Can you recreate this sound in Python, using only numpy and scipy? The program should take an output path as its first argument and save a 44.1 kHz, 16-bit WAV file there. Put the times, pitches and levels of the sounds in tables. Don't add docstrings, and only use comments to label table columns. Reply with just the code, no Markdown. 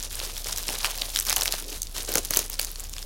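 import sys
import numpy as np
from scipy import signal
from scipy.fft import rfft, irfft, next_fast_len
from scipy.io import wavfile

SR = 44100
rng = np.random.default_rng(int(sys.argv[2]) if len(sys.argv) > 2 else 0)


def gain_from_db(level_db):
    decades = np.asarray(level_db, float) / 20
    return 10 ** decades


def transcribe(u):
    v = np.clip(np.atleast_2d(u).T, -1, 1)
    q = np.round(v * 32767).astype(np.int16)
    wavfile.write(sys.argv[1], SR, q)


N = 134505

# (time [s], facet level [dB], facet pitch [Hz], low voice [dB], bright edge [dB])
GRIP_SNAPS = [(0.0279, -26, 6780, -17, -11), (0.1292, -36, 7430, -9, 3), (0.1931, -28, 5150, -18, -9),
              (0.2011, -27, 4410, -6, -10), (0.3671, -31, 3320, -11, -7), (0.378, -31, 5640, -15, -3),
              (0.3812, -34, 3960, -8, -3), (0.4446, -29, 5210, -22, -4), (0.4699, -28, 5450, -5, -11),
              (0.5241, -30, 5120, -16, -3), (0.5275, -23, 5560, -14, -7), (0.5621, -31, 5020, -15, -2),
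              (0.5759, -29, 6610, -13, -1), (0.5831, -26, 5810, -17, -1), (0.6288, -37, 6240, -5, 6),
              (0.6345, -32, 5210, -15, -6), (0.6825, -22, 5280, -16, -12), (0.6891, -26, 2710, -4, -2),
              (0.6981, -28, 5600, -13, -4), (0.8461, -17, 2730, -2, -10), (0.8549, -23, 3010, -2, -11),
              (0.8599, -28, 4720, -13, 1), (0.9078, -31, 3750, -7, 2), (0.913, -28, 6270, -9, -1),
              (0.9774, -33, 6270, -12, 4), (0.9849, -28, 5000, -17, -13), (1.0152, -28, 5060, -23, -7),
              (1.0192, -19, 3850, -17, -13)]
# (time [s], facet level [dB], facet pitch [Hz], low voice [dB], bright edge [dB])
TUG_SNAPS = [(1.1503, -29, 5040, -16, -1), (1.1607, -17, 3830, -10, -7), (1.171, -21, 3940, -19, -7),
             (1.1755, -30, 5470, -9, 3), (1.1894, -18, 5790, -10, -7), (1.1997, -20, 8050, -23, 0),
             (1.2092, -26, 6010, -9, -6), (1.2229, -34, 6220, -13, 2), (1.2273, -34, 3850, -9, 5),
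             (1.2519, -32, 4970, -11, 6), (1.2671, -27, 5640, -13, -9), (1.2698, -30, 5640, -13, 4),
             (1.2851, -25, 5000, -15, -7), (1.2896, -25, 3290, -12, -9), (1.2968, -18, 6290, -12, -2),
             (1.3037, -21, 5210, -11, -1), (1.3092, -24, 2410, -3, -8), (1.3178, -25, 3850, -6, -5),
             (1.3279, -19, 5120, -5, -2), (1.363, -18, 6440, -16, 0), (1.3672, -19, 3010, -10, -2),
             (1.3717, -28, 6890, -13, 0), (1.3824, -27, 7880, -8, -1), (1.4109, -20, 5470, -10, -3),
             (1.4207, -19, 4260, -10, -11), (1.434, -22, 6890, -13, 0), (1.4573, -22, 2410, -5, -1),
             (1.4632, -30, 5230, -8, 1), (1.4739, -28, 5430, -11, -3), (1.4791, -19, 3620, -15, -11),
             (1.5237, -20, 4610, -24, -2), (1.5392, -27, 4390, -2, -6)]
# (time [s], facet level [dB], facet pitch [Hz], low voice [dB], bright edge [dB])
TURN_SNAPS = [(1.6246, -38, 3700, -12, 5), (1.7004, -38, 6090, -16, 4), (1.8194, -23, 6330, -31, -2),
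              (1.8307, -28, 6140, -29, -3), (1.8328, -35, 5790, -26, -2), (1.8707, -34, 3920, -20, -7),
              (1.9656, -29, 3750, -8, -7), (1.981, -29, 6160, -8, -4), (2.0316, -34, 8140, -15, 1),
              (2.0916, -27, 7600, -14, -5), (2.1194, -31, 5230, -12, 6), (2.1395, -25, 5620, -12, 2),
              (2.1554, -16, 6270, -5, 1), (2.173, -24, 5730, -4, -2), (2.1802, -23, 6460, -15, -2),
              (2.183, -20, 5920, -14, -4), (2.2499, -28, 5100, -18, 1), (2.255, -33, 5750, -11, 4),
              (2.3079, -21, 6350, -11, 3), (2.3365, -21, 4540, -5, -4), (2.3403, -25, 5880, -6, -6),
              (2.3475, -28, 6200, -8, 4), (2.3626, -25, 3660, -9, 2), (2.372, -14, 6370, -14, 3),
              (2.3918, -19, 6830, -18, 0)]
# (time [s], facet level [dB], facet pitch [Hz], low voice [dB], bright edge [dB])
TEAR_SNAPS = [(2.4998, -33, 6420, -7, 9), (2.5317, -35, 5230, -13, 3), (2.5415, -32, 5100, -22, -4),
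              (2.5916, -28, 4310, -8, -15), (2.5955, -19, 4310, -7, 0), (2.5996, -35, 8100, -8, 5),
              (2.6147, -28, 6910, -16, 2), (2.6299, -31, 4910, -12, -1), (2.6477, -26, 6270, -15, 0),
              (2.7161, -43, 8180, -8, 13), (2.7583, -31, 4130, -12, -15), (2.7971, -32, 7130, -13, -2),
              (2.8035, -37, 7880, -13, 5), (2.8416, -35, 6740, -15, -4), (2.8956, -38, 7190, -20, 1),
              (2.9325, -37, 5620, -20, -1), (2.9374, -31, 5190, -11, -11), (2.9829, -30, 3470, -11, -9),
              (3.0279, -31, 5280, -13, -10)]
# (time [s], facet level [dB], facet pitch [Hz], low voice [dB], bright
# edge [dB])
EXTRA_SNAPS = [
    (2.9657, -33.5, 5050, -5, -17),
]
# (start [s], length [s], crackle level [dB], flexing level [dB])
HAND_SQUEEZES = [(0, 0.064, -36, -54), (0.11, 0.087, -37, -56), (0.18, 0.12, -35.5, -52),
                 (0.288, 0.14, -40.5, -54), (0.453, 0.15, -33, -51.5), (0.619, 0.047, -36.5, -58),
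                 (0.677, 0.074, -34, -42), (0.747, 0.14, -34, -70), (0.835, 0.08, -32.5, -44),
                 (0.93, 0.11, -36, -51), (1.037, 0.075, -36.5, -52), (1.139, 0.084, -34, -65),
                 (1.258, 0.088, -32, -50.5), (1.373, 0.057, -31, -41), (1.453, 0.039, -33, -42.5),
                 (1.504, 0.1, -34.5, -59), (1.621, 0.08, -42, -45), (1.719, 0.054, -36, -47.5),
                 (1.948, 0.1, -34, -48), (2.08, 0.11, -31, -38.5), (2.22, 0.056, -37.5, -53),
                 (2.306, 0.094, -33, -47), (2.335, 0.12, -36, -51.5), (2.5, 0.045, -38, -54),
                 (2.592, 0.088, -37.5, -53), (2.777, 0.075, -40, -60), (2.96, .12, -44.5, -56)]
# (time [s], peak level [dB])
PACK_KNOCKS = [(0.212, -34), (0.229, -31.5), (0.456, -34), (0.686, -27.5), (0.843, -50), (0.896, -39),
               (1.015, -33.5), (1.3, -32.5), (1.321, -28.5), (1.365, -26.5), (1.535, -27), (2.154, -16.5),
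               (2.175, -29), (2.306, -27), (2.367, -24), (2.388, -28), (2.592, -28)]
# (time [s], pitch [Hz])
BODY_NOTE = [(.2, 494), (.7, 465), (.87, 785), (1.03, 547), (1.4, 670), (1.65, 353), (2.15, 450),
             (2.36, 388), (2.6, 494)]
# (frequency [Hz], level [dB])
FILM_SPECTRUM = [(300, -7.5), (900, -7), (2000, -7), (3700, -1), (6300, -1), (8000, -4), (10500, -2),
                 (16000, -8.5)]
# (frequency [Hz], width [Hz], level [dB])
FAN_RESONANCES = [(62, 22, -51.5), (84.3, 5, -54.5)]
# (frequency [Hz], level [dB])
AIR_SPECTRUM = [(15, 2), (100, -8.5), (300, -11.5), (1000, -19.5), (16000, -38.5)]


def snaps():
    decay_s, lead_s, crack = 0.00061, 0.00091, 4.45
    stretch = 0.21
    ring_width_hz, body_trim_db, trim_db = 320, -1, -0.06
    rows = GRIP_SNAPS + TUG_SNAPS + TURN_SNAPS + TEAR_SNAPS + EXTRA_SNAPS
    out = np.zeros(N + SR)
    t = np.arange(-132, 400) / SR
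    core = (t > -0.0008) & (t < 0.0012)
    edges_hz = ((950, 2600), (2600, 8000), (8000, 17500))
    bands = [signal.butter(3, e, "band", fs=SR, output="sos") for e in edges_hz]
    draws = rng.standard_normal((len(rows), 2, len(t)))
    for (s, db, hz, body_db, edge_db), (noise, spikes) in zip(rows, draws):
        stretched = t / gain_from_db(stretch * (db + 27))
        shape = np.where(t < 0, 0.55 * np.exp(stretched / lead_s), np.exp(-stretched / decay_s))
        burst = shape * noise * np.exp(0.5 * spikes)
        burst = burst + crack * (t == 0) * np.sign(noise)
        body, middle, edge = (signal.sosfilt(band, burst) for band in bands)
        edge = resonate(edge, 9000 * gain_from_db(edge_db / 2 + 2), 9500)
        broad = rms_one(resonate(resonate(middle, hz, hz), hz, hz))
        facet = broad + rms_one(resonate(middle, hz, ring_width_hz))
        start = int(s * SR) - 138
        for voice, voice_db in ((body, body_db + body_trim_db), (facet, 0), (edge, edge_db)):
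            out[start:start + len(t)] += gain_from_db(db + trim_db + voice_db) * voice / np.std(voice[core])
    return out[:N]


def pressure():
    attack_s, release_s, rest_crackle_db, rest_flex_db = 0.016, 0.018, -45.5, -75
    t = np.arange(N) / SR
    crackle_power, flex_power = gain_from_db(rest_crackle_db) ** 2, gain_from_db(rest_flex_db) ** 2
    for s, length, crackle_db, flex_db in HAND_SQUEEZES:
        rise = np.clip((t - s) / attack_s + 0.5, 0, 1)
        shape = rise * np.exp(-np.maximum(t - s - length, 0) / release_s * 2)
        crackle_power = crackle_power + shape * gain_from_db(crackle_db) ** 2
        flex_power = flex_power + shape * gain_from_db(flex_db) ** 2
    return np.sqrt(crackle_power), np.sqrt(flex_power)


def crackle(gain):
    ticks_per_s, tick_spread_db, clump_db, tick_cycles = 900, 3.5, 5, 2.3
    tick_db, rustle_db = -3, -4.5
    full_body_db, body_growth = -37, 0.72
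    ticks = clicks(ticks_per_s * gain_from_db(clump_db * drift(70)), tick_spread_db)
    dealt = rng.integers(0, 14, N // 30 + 1).repeat(30)[:N]
    rings = np.zeros(N)
    for k, hz in enumerate(np.geomspace(700, 15000, num=14)):
        rings += resonate(ticks * (dealt == k), hz, hz * 1.24 / tick_cycles)
    rustle = rng.standard_normal(N) * gain_from_db(2.5 * drift(19.6))
    film = gain_from_db(tick_db) * rms_one(colour(rings, FILM_SPECTRUM))
    film = film + gain_from_db(rustle_db) * rms_one(colour(rustle, FILM_SPECTRUM))
    body = signal.filtfilt(*signal.butter(2, 2500, fs=SR), film)
    return gain * (film - body + body * (gain / gain_from_db(full_body_db)) ** body_growth)


def pack(gain):
    bumps_per_s, note_spread = 220, 0.59
    knock_db, knock_cycles, thud_db = 5, 4, -11
    note_hz = np.interp(np.arange(N) / SR, *np.transpose(BODY_NOTE))
    bumps = clicks(bumps_per_s, 3.9) + 0.063 * rng.standard_normal(N)
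    flexing = np.zeros(N)
    for k, hz in enumerate(np.geomspace(140, 1300, num=9)):
        nearness = np.exp(-(np.log(hz / note_hz) / note_spread) ** 2)
        flexing += (-1) ** k * resonate(bumps, hz, 0.19 * hz) * nearness
    out = gain * rms_one(flexing)
    t = np.arange(1400) / SR
    for (s, db), noise in zip(PACK_KNOCKS, rng.standard_normal((len(PACK_KNOCKS), len(t)))):
        start = int((s + 0.002926) * SR)
        hz = note_hz[start]
        push = noise * np.exp(-t / 0.0033)
        knock = rms_one(resonate(push, hz, 2 * hz / knock_cycles))
        knock = knock + gain_from_db(thud_db) * rms_one(resonate(push, hz / 2.56, 105))
        out[start:start + len(t)] += gain_from_db(db + knock_db) * knock / np.abs(knock).max()
    return out


def room(x):
    t60_s, wall_cut_hz = 0.19, 18000
    size = next_fast_len(N + SR)
    w = 2 * np.pi * np.fft.rfftfreq(size)
    dull = 1 / (1 + 1j * w * SR / (2 * np.pi * wall_cut_hz))
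    response = 0
    for k, lag in enumerate(rng.integers(250, 1300, 10)):
        loop = gain_from_db(-60 * lag / SR / t60_s) * dull * np.exp(-1j * w * lag)
        response = response + (-1) ** k * loop / (1 - loop)
    return irfft(rfft(x, size) * response, size)[:N]


def fan():
    hum_hz, hum_db, hum_phase_rad, air_db = 30.9, -38.3, 2.74, -50.5
    hum = np.cos(2 * np.pi * hum_hz * np.arange(N) / SR + hum_phase_rad)
    out = np.sqrt(2) * gain_from_db(hum_db) * hum
    noises = rng.standard_normal((len(FAN_RESONANCES), N + SR))
    for (hz, width_hz, db), noise in zip(FAN_RESONANCES, noises):
        rumble = resonate(resonate(noise, hz, width_hz), hz, width_hz)
        out += gain_from_db(db) * rms_one(rumble[SR:])
    return out + gain_from_db(air_db) * rms_one(colour(rng.standard_normal(N), AIR_SPECTRUM))


def rms_one(x):
    return x / np.sqrt(np.mean(x ** 2) + 1e-20)


def resonate(x, hz, width_hz):
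    r = np.exp(-np.pi * width_hz / SR)
    turn = 2 * np.pi * min(hz, 0.45 * SR) / SR
    zeros = [(1 - r * r) / 2, 0, (r * r - 1) / 2]
    return signal.lfilter(zeros, [1, -2 * r * np.cos(turn), r * r], x + 1e-18)


def clicks(per_s, spread_db):
    sizes = gain_from_db(spread_db * np.minimum(rng.exponential(1, N), 3.1)) * rng.choice([-1, 1], N)
    return sizes * (rng.random(N) < per_s / SR)


def drift(rate_hz):
    r = np.exp(-2 * np.pi * rate_hz / SR)
    return rms_one(signal.lfilter([1], [1, -2 * r, r * r], rng.standard_normal(N + SR))[SR:])


def colour(x, points):
    hz, db = np.transpose(points)
    log_hz = np.log(np.fft.rfftfreq(len(x), 1 / SR) + 1)
    return irfft(rfft(x) * gain_from_db(np.interp(log_hz, np.log(hz), db)), len(x))


def scene():
    room_db = -26
    crackle_gain, flex_gain = pressure()
    near = snaps() + crackle(crackle_gain) + pack(flex_gain)
    return (near + gain_from_db(room_db) * room(near) + fan())[None]


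def band_limit(x):
    return signal.sosfilt(signal.butter(12, 17140, fs=SR, output="sos"), x)


def record(dry):
    cutoff_hz = 16050
    rounded = 1.05 * np.tanh(dry / 1.05)
    mix = signal.sosfilt(signal.ellip(12, 0.3, 60, cutoff_hz, fs=SR, output="sos"), rounded)
    return band_limit(mix)


dry = scene()
out = record(dry)
transcribe(out)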